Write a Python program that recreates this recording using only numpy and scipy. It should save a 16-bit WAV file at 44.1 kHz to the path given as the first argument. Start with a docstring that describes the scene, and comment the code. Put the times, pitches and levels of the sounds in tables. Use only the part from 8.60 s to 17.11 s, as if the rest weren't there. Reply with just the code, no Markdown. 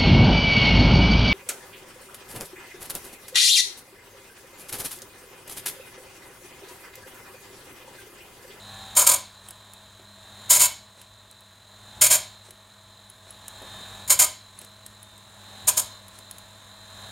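"""An electric saw-chain sharpener grinds a steel cutter: the grit of its spinning wheel makes metal ring.
Five times the head swings down, nearer and louder, and the wheel dabs twice; a sixth swing begins.
The motor whines and hums throughout, with air rushing from its fan and wheel.
In between, a hand pulls the chain on to the next tooth: links scrape and tick, and the hand
bumps the vise. The small workshop adds a short echo to the work."""
import sys
import numpy as np
from scipy import signal
from scipy.fft import rfft, irfft, next_fast_len
from scipy.io import wavfile
from scipy.ndimage import uniform_filter1d, map_coordinates

SR = 44100
rng = np.random.default_rng(int(sys.argv[2]) if len(sys.argv) > 2 else 0)


def dump(signal):
    """Clip the signal to [-1, 1] and save it as 16-bit WAV at the path in sys.argv[1]."""
    limited = np.clip(np.atleast_2d(signal).T, -1, 1)
    pcm = np.round(limited * 32767).astype(np.int16)
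    wavfile.write(sys.argv[1], SR, pcm)


N = 375291
TIME = np.arange(N) / SR
SHAFT_HZ = 43.02  # turns a second


def grinding():
    """While the wheel touches, the same grains of grit ring the cutter, the chain's plates and the vise."""
    cutter_power, vise_power = wheel_contact()
    jaws_db, frame_db, plates_db, shudder_db = sum(
        np.outer(levels_db, swing(down, descent, up)) for down, descent, up, _, *levels_db in SWINGS)
    chatter = unit(amp(0.4 * wobble(330)))
    grains = grit(rate=30000, spread=0.066) * chatter
    steel = np.sqrt(cutter_power) * (cutter(grains) + side_plates(grains, plates_db))
    clamp = np.sqrt(vise_power) * vise(grains, jaws_db, frame_db)
    return steel + clamp + head_shudder(cutter_power, shudder_db)


# The wheel's dabs. Each row: start in seconds, then the light skim before it, the rise and the length,
# all in seconds, then level, once-a-turn bounce and vise ring, all in dB.
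DABS = [(0.361, 0.0092, .011, 0.072, -10, 2, -17.5), (0.461, 0.013, 0.0088, 0.091, -10, 4, -18),
        (1.895, 0.00098, 0.014, 0.083, -8, 0, -16.5), (1.985, .009, 0.029, 0.073, -9.5, 1.5, -15),
        (3.410, 0, 0.0071, 0.063, -8.5, 2.5, -21.5), (3.498, 0.008, 0.016, 0.06, -9.5, 0, -16.5),
        (5.495, .018, 0.0092, 0.035, -9.5, 1, -15), (5.589, 0, 0.0042, 0.055, -9.5, 3, -14.5),
        (7.071, 0, 0.013, 0.02, -9.5, -1, -11.5), (7.165, 0.0034, 0.013, 0.034, -15, 3.5, -13.5)]

def wheel_contact(skim_db=-20, high_spot_s=0.013, release_db_per_s=660):
    """How strongly the wheel drives cutter and vise: each dab swells, eases off and lets go."""
    cutter_power, vise_power = np.zeros(N), np.zeros(N)
    cutter_fade, vise_fade = 121, 35  # dB a second: steel is ground away; the vise rings on longer
    for start, skim, rise, length, db, bounce_db, ring_db in DABS:
        span = slice(int((start - skim) * SR), int(start * SR) + SR // 4)
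        age = TIME[span] - start
        held = np.maximum(age - rise, 0)
        bite = np.clip(age / rise, amp(skim_db), 1)
        contact = bite * amp(db - release_db_per_s * np.maximum(age - length, 0))
        # the wheel's high spot comes round once a turn
        bounce = bounce_db * np.cos(2 * np.pi * SHAFT_HZ * (age - high_spot_s))
        cutter_power[span] += (contact * amp(bounce - cutter_fade * held)) ** 2
        vise_power[span] += (contact * amp(ring_db - vise_fade * held)) ** 2
    return cutter_power, vise_power


# The hiss of steel being ground. Each row: frequency in Hz, level in dB.
STEEL_HISS = [(300, -26.5), (550, -21.5), (1600, -20), (2300, -15), (5000, -7.5), (5900, -11), (6800, 0),
              (7350, 1), (7900, -3.5), (8900, 1.5), (10400, -8), (11500, -2), (13200, -11), (14800, -11.5)]
# The notes the cutter rings at. Each row: pitch in Hz, width in Hz, level in dB.
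CUTTER_NOTES = [(6469, 30, -4), (6730, 45, -3), (6840, 80, 1), (7105, 30, 0), (7300, 75, 2), (8822, 30, 2),
                (8990, 70, -2), (9278, 60, -2), (9620, 40, -6), (9900, 32, -3), (11234, 35, -3),
                (11390, 30, -5), (11850, 50, -7), (12030, 30, -5), (12330, 50, -8)]

def cutter(grains):
    """Grit scratches the cutter, which hisses and rings very high."""
    return amp(-5) * unit(coloured(grains, STEEL_HISS)) + amp(-9.5) * unit(ringing(grains, CUTTER_NOTES))


# The notes of the chain's side plates. Each row: pitch in Hz, width in Hz, level in dB.
PLATE_NOTES = [(1395, 86, -8), (1583, 74, -1.5), (2230, 280, 0), (2720, 74, -7.5), (3060, 64, 3.5),
               (3640, 110, -2.5), (4034, 58, 2.5), (4490, 53, -4.5), (4390, 45, -6), (4920, 99, -2.5),
               (5190, 57, 1), (6120, 60, -8)]

def side_plates(grains, level_db):
    """The plates ring along, at a slightly different pitch with each new cutter."""
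    ring = ringing(grains, PLATE_NOTES)
    shift = sum(rng.normal(0, 0.025) * swing(down, descent, up) for down, descent, up, *_ in SWINGS)
    retuned = map_coordinates(ring, [np.cumsum(1 + shift)], mode="reflect")
    return amp(level_db - 15.5) * unit(retuned)


# The notes of the vise's jaws and of the frame below. Each row: pitch in Hz, width in Hz, level in dB.
JAW_NOTES = [(445, 50, -14), (592, 28, -1), (640, 28, 1)]
FRAME_NOTES = [(755, 40, -9), (953, 25, 2), (1005, 45, 2), (1211, 30, -7)]

def vise(grains, jaws_db, frame_db):
    """The jaws and frame ring lower; such small parts give off little bass."""
    jaws = amp(jaws_db - 8.5) * unit(ringing(grains, JAW_NOTES))
    frame = amp(frame_db - 6.0) * unit(ringing(grains, FRAME_NOTES))
    return coloured(jaws + frame, [(200, -14.5), (400, -15.5), (590, -3.5), (1300, -2.5), (2500, -4.5)])


# The rumble of the head on its arm. 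Each row: frequency in Hz, level in dB.
HEAD_RUMBLE = [(25, -21), (50, -5.5), (90, -0.5), (125, 0), (155, -7), (190, -16), (270, -14), (380, -15),
               (900, -50)]

def head_shudder(cutter_power, level_db):
    """The heavy head shakes, following the grinding load only slowly."""
    load = np.sqrt(np.abs(uniform_filter1d(cutter_power, size=SR // 10)))
    return load * amp(level_db - 39.0) * unit(coloured(noise(), HEAD_RUMBLE))


# The head's swings, each cutter clamped a little differently. Each row: start down, time going down and
# start up, all in seconds, then extra dB for the motor, jaws, frame, side plates and head shudder.
SWINGS = [(-.2, 0.34, 0.49, 7, 6.5, 8, -2, -8), (1.52, .35, 2.025, 6.5, -2, -3, -1, -5),
          (3.03, 0.35, 3.62, 6, 2.5, -1, 1, 2.5), (4.6, 0.54, 5.4, 8.5, -5, 1, -2, 4),
          (6.66, .35, 7.205, 5, 1, 1.5, -8, 5), (8.2, 0.24, 9.6, 5, 0, 0, 0, 0)]

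def swing(down, descent, up, lift_s=0.21):
    """The head's place, 0 raised and 1 lowered: a hand lowers it evenly and it springs back up."""
    return np.clip(np.minimum((TIME - down) / descent, 1 - (TIME - up) / lift_s), 0, 1)


# The motor with the head raised. Each row: time in seconds, level in dB.
IDLE_LEVELS = [(1.1, -53.5), (2.7, -56.5), (4.3, -55.5), (6.3, -54), (7.8, -52)]

def motor(shaft):
    """Whine, hum and rushing air all grow louder as the head swings nearer."""
    idle_db = np.interp(TIME, *np.transpose(IDLE_LEVELS))
    near_db = sum(db * swing(down, descent, up) for down, descent, up, db, *_ in SWINGS)
    tones = shaft_tones(shaft)
    mains = turns(100.4, drift=0.01204, rate=9)
    hum = amp(idle_db - 2.5 + 0.91 * near_db) * mains_hum(mains)
    whine = amp(idle_db + 0.66 + 1.08 * near_db) * (tones + amp(-3.5) * housing(shaft, mains))
    return whine + hum + rushing_air(shaft, idle_db + near_db)


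# The motor's tones. Each row: multiple of the shaft speed, level in dB, change in dB with the head down.
MOTOR_TONES = [(15, -11, -4), (17.95, -21, 12), (19.85, -15, 3), (23.85, -13, -3), (25.9, -15, -1),
               (38.2, -20, 4), (40.45, -19, 7), (42.8, -16, -4), (60, -24, 3), (65, -25, 0), (70, -19, 1),
               (75, -15, 3), (80, -23, 0), (85, -5.5, 2.5), (90, -14, 4), (92.7, -8, -3), (93.8, -9, -3),
               (95, -8, -1), (100, -22, 1)]

def shaft_tones(shaft):
    """Wavering tones follow the shaft; lowering the head brings some out and softens others."""
    lowered = sum(swing(down, descent, up) for down, descent, up, *_ in SWINGS)
    return sum(amp(db + change_db * lowered + 2.2 * wobble(6)) * np.sin(k * shaft + 0.35 * wobble(16))
               for k, db, change_db in MOTOR_TONES)


def mains_hum(mains):
    """The magnetic pull of the mains makes a low note and its octave."""
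    low = amp(0.8 * wobble(7)) * np.sin(mains)
    octave = amp(-5.5 + 1.85 * wobble(13)) * np.sin(2 * mains + 0.5 * wobble(27))
    return low + octave


# The notes of the motor's housing. Each row: pitch in Hz, width in Hz, level in dB.
HOUSING_NOTES = [(3875, 70, -6), (3985, 40, -1), (4035, 25, -1), (4085, 18, -1), (6450, 70, -12),
                 (7095, 120, -8)]

def housing(shaft, mains):
    """The housing rings as the bearings rub, once a turn and with each magnetic pull."""
    rub = 1 + 0.15 * np.sin(shaft) + 0.1 * np.sin(mains)
    ring = ringing(noise(), HOUSING_NOTES)
    return rub * unit(coloured(ring, [(3400, 1.5), (3850, -1), (4090, -1), (4200, -3), (6400, -0.5)]))


# The rush of fan and bench, and the spinning wheel's hiss. Each row: frequency in Hz, level in dB.
FAN_RUSH = [(15, -47), (30, -13.5), (48, -0.5), (70, -5.5), (115, -2), (150, -10), (210, -9.5),
            (300, -12.5), (520, -11.5), (635, -4), (740, -11.5), (1020, -5.5), (1220, -9), (1650, -9),
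            (2000, -13.5), (2800, -18), (4300, -30)]
WHEEL_HISS = [(2500, -15.5), (3400, 11), (4300, -24), (4700, 2), (5800, -0.5), (6900, 5), (7800, 4),
              (8800, 7), (9700, 0.5), (11500, 0.5), (14500, -13.5), (15500, -5.5)]

def rushing_air(shaft, level_db):
    """The fan and wheel stir the air, with a small swish on every turn."""
    fan = amp(level_db - 1.64) * unit(coloured(noise(), FAN_RUSH))
    wheel = amp(level_db - 7.0) * unit(coloured(noise(), WHEEL_HISS))
    return (1 + 0.14 * np.sin(shaft)) * (fan + wheel)


# The chain's ticks. Each row: start in seconds, level in dB.
LINK_TICKS = [(0.886, -27.5), (0.907, -29.5), (1.135, -31), (2.415, -34), (2.7116, -37.5), (2.806, -42),
              (3.907, -31.5), (4.4992, -34), (4.7063, -33.5), (4.8808, -23), (5.0195, -40), (5.9892, -29),
              (6.0147, -34), (6.047, -34.5), (6.2628, -27.5), (6.429, -33.5), (6.5784, -37), (7.482, -35.5),
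              (7.5876, -32.5), (7.711, -25), (7.783, -31.5)]
# The notes of one link. Each row: pitch in Hz, level in dB, seconds to fade by 60 dB.
LINK_NOTES = [(3120, -10.5, 0.03), (6770, -7, .018), (7400, -11, .019), (8270, -4.5, 0.029),
              (8960, -9, 0.015), (10080, 3, 0.023), (10470, -7, 0.018), (11960, -11.5, 0.017),
              (13000, -9.5, 0.016)]

def chain_ticks(crack_fade_s=0.02, attack_s=0.00032):
    """Links hit the stop, each with a sharp crack and its own mix of ringing notes."""
    out, t = np.zeros(N + SR), np.arange(SR // 5) / SR
    for start, db in LINK_TICKS:
        ring = 0
        for hz, note_db, fade_s in LINK_NOTES:
            fade = amp(note_db + rng.normal(0, 5.2) - 60 * t / fade_s)
            ring += fade * np.sin(2 * np.pi * hz * rng.normal(1, 0.01) * t)
        crack = 1.64 * amp(-60 * t / crack_fade_s) * rng.standard_normal(len(t))
        tick = (ring + crack) * (1 - np.exp(-t / attack_s))
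        out[round(start * SR):][:len(t)] += amp(db + 1.5) * tick / np.abs(tick).max()
    return coloured(out[:N], [(300, -2), (3000, -4), (7000, -1.5), (12000, 2.0), (15000, -3)])


# The pulls on the chain. Each row: start in seconds, length in seconds, level in dB.
CHAIN_PULLS = [(0.84, 0.069, -53.5), (2.36, 0.087, -54.5), (3.83, 0.076, -54.5), (4.66, 0.088, -55.5),
               (5.96, 0.11, -53.5), (7.53, 0.062, -51)]

def chain_scrape():
    """The chain drags along its guide in short, rough swells."""
    drag = sum(amp(db) * np.exp(-(2 * (TIME - start) / length - 1) ** 2)
               for start, length, db in CHAIN_PULLS)
    tone = [(200, -3), (900, 6), (2500, 1.5), (5000, -2.5), (8500, 4), (10200, -1), (11500, -9),
            (15000, -16)]
    scrape = unit(coloured(grit(rate=7000, spread=0.1), tone))
    return drag * amp(1.3 * wobble(130)) * scrape


# The hand's bumps. Each row: start in seconds, level in dB.
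HAND_BUMPS = [(0.885, -47), (1.39, -43.5), (2.371, -49), (3.884, -45.5), (4.665, -46), (5.015, -36),
              (5.203, -43), (6.014, -44.5), (7.584, -46)]

def hand_bumps(fade_s=0.1, attack_s=0.0028):
    """The hand knocks the vise and its lever with short, dull thuds."""
    level, t = np.zeros(N + SR), np.arange(SR // 5) / SR
    for start, db in HAND_BUMPS:
        level[round(start * SR):][:len(t)] += amp(db - 4.5 - 60 * t / fade_s) * (1 - np.exp(-t / attack_s))
    dull = [(80, -8), (220, -1), (600, -1), (1200, -12), (3000, -15), (8000, -45)]
    return level[:N] * unit(coloured(noise(), dull))


# How long the room rings. Each row: frequency in Hz, seconds to fade by 60 dB.
ROOM_FADES = [(150, 0.27), (1000, 0.28), (4000, 0.43), (8000, 0.28), (14000, 0.23)]

def workshop_echo(x, build_s=0.0093):
    """Reflections in the small room blur into a tail that builds quickly and dies away."""
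    hz, t, bands = signal.stft(rng.standard_normal(SR * 3 // 4), SR, nperseg=256)
    tail = signal.istft(bands * amp(-60 * t / along(ROOM_FADES, hz)[:, None]), SR, nperseg=256)[1]
    tail *= 1 - np.exp(-np.arange(len(tail)) / SR / build_s)
    echo = signal.fftconvolve(x, tail / np.linalg.norm(tail))[:N]
    return coloured(echo, [(120, 2.5), (700, -5), (1200, -9), (3500, -10), (7000, -14), (14000, -15)])


def amp(db):
    """Turn decibels into a gain."""
    return 10 ** (np.asarray(db) / 20)


def unit(x):
    """Scale x to an average (rms) level of 1."""
    return x / np.sqrt(np.mean(x ** 2) + 1e-20)


def along(points, hz):
    """Read between (Hz, value) points, with octaves evenly spaced."""
    f, v = np.transpose(points)
    return np.interp(np.log(hz + 1), np.log(f + 1), v)


def noise():
    """Fresh white noise."""
    return rng.standard_normal(N)


def grit(rate, spread):
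    """About rate grains a second strike at random; spread makes their force more uneven."""
    strikes = rng.random(N) < rate / SR
    return unit(strikes * np.exp(spread * noise()) * noise())


def wobble(rate):
    """A smooth curve through rate random points a second."""
    knots = rng.standard_normal(int(N * rate / SR) + 4)
    steps = np.arange(0, len(knots), 1 / 8)
    return np.interp(TIME * rate, steps, map_coordinates(knots, [steps], mode="nearest"))


def turns(hz, drift, rate):
    """The angle of a rotation whose speed wanders by the share drift."""
    return 2 * np.pi * np.cumsum(hz * (1 + drift * wobble(rate))) / SR


def filtered(x, response):
    """Multiply each frequency in x by response(Hz)."""
    size = next_fast_len(N + SR // 2)
    return irfft(rfft(x, size) * response(np.fft.rfftfreq(size, 1 / SR)), size)[..., :N]


def coloured(x, spectrum):
    """Shape the tone of x with a curve of (Hz, dB) points."""
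    return filtered(x, lambda hz: amp(along(spectrum, hz)))


def ringing(x, notes):
    """Let x ring a set of notes; the narrower a note, the longer it rings."""
    return filtered(x, lambda f: sum(amp(db) * 1j * f * width / (hz * hz - f * f + 1j * f * width)
                                     for hz, width, db in notes))


# The stereo width. Each row: frequency in Hz, level of the side against the middle in dB.
STEREO_WIDTH = [(100, -63.5), (3600, -66), (4500, -25), (5800, -11.5), (7100, -46), (8400, -24),
                (11500, -21.5), (14000, -6)]

def scene():
    """The sharpener and chain in the room; only the treble sounds wide."""
    shaft = turns(SHAFT_HZ, drift=0.00026, rate=4)
    work = grinding() + chain_ticks() + chain_scrape() + hand_bumps()
    mid = work + workshop_echo(work) + motor(shaft)
    # a faint phase-shifted copy widens the treble
    side = filtered(mid, lambda hz: 1j * amp(along(STEREO_WIDTH, hz)))
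    return np.array([mid + side, mid - side])


def record(dry):
    """Cut off the very highest treble steeply."""
    top_hz = 15800
    return filtered(dry, lambda hz: 1 / np.sqrt(1 + (hz / top_hz) ** 240))


dry = scene()
out = record(dry)
dump(out)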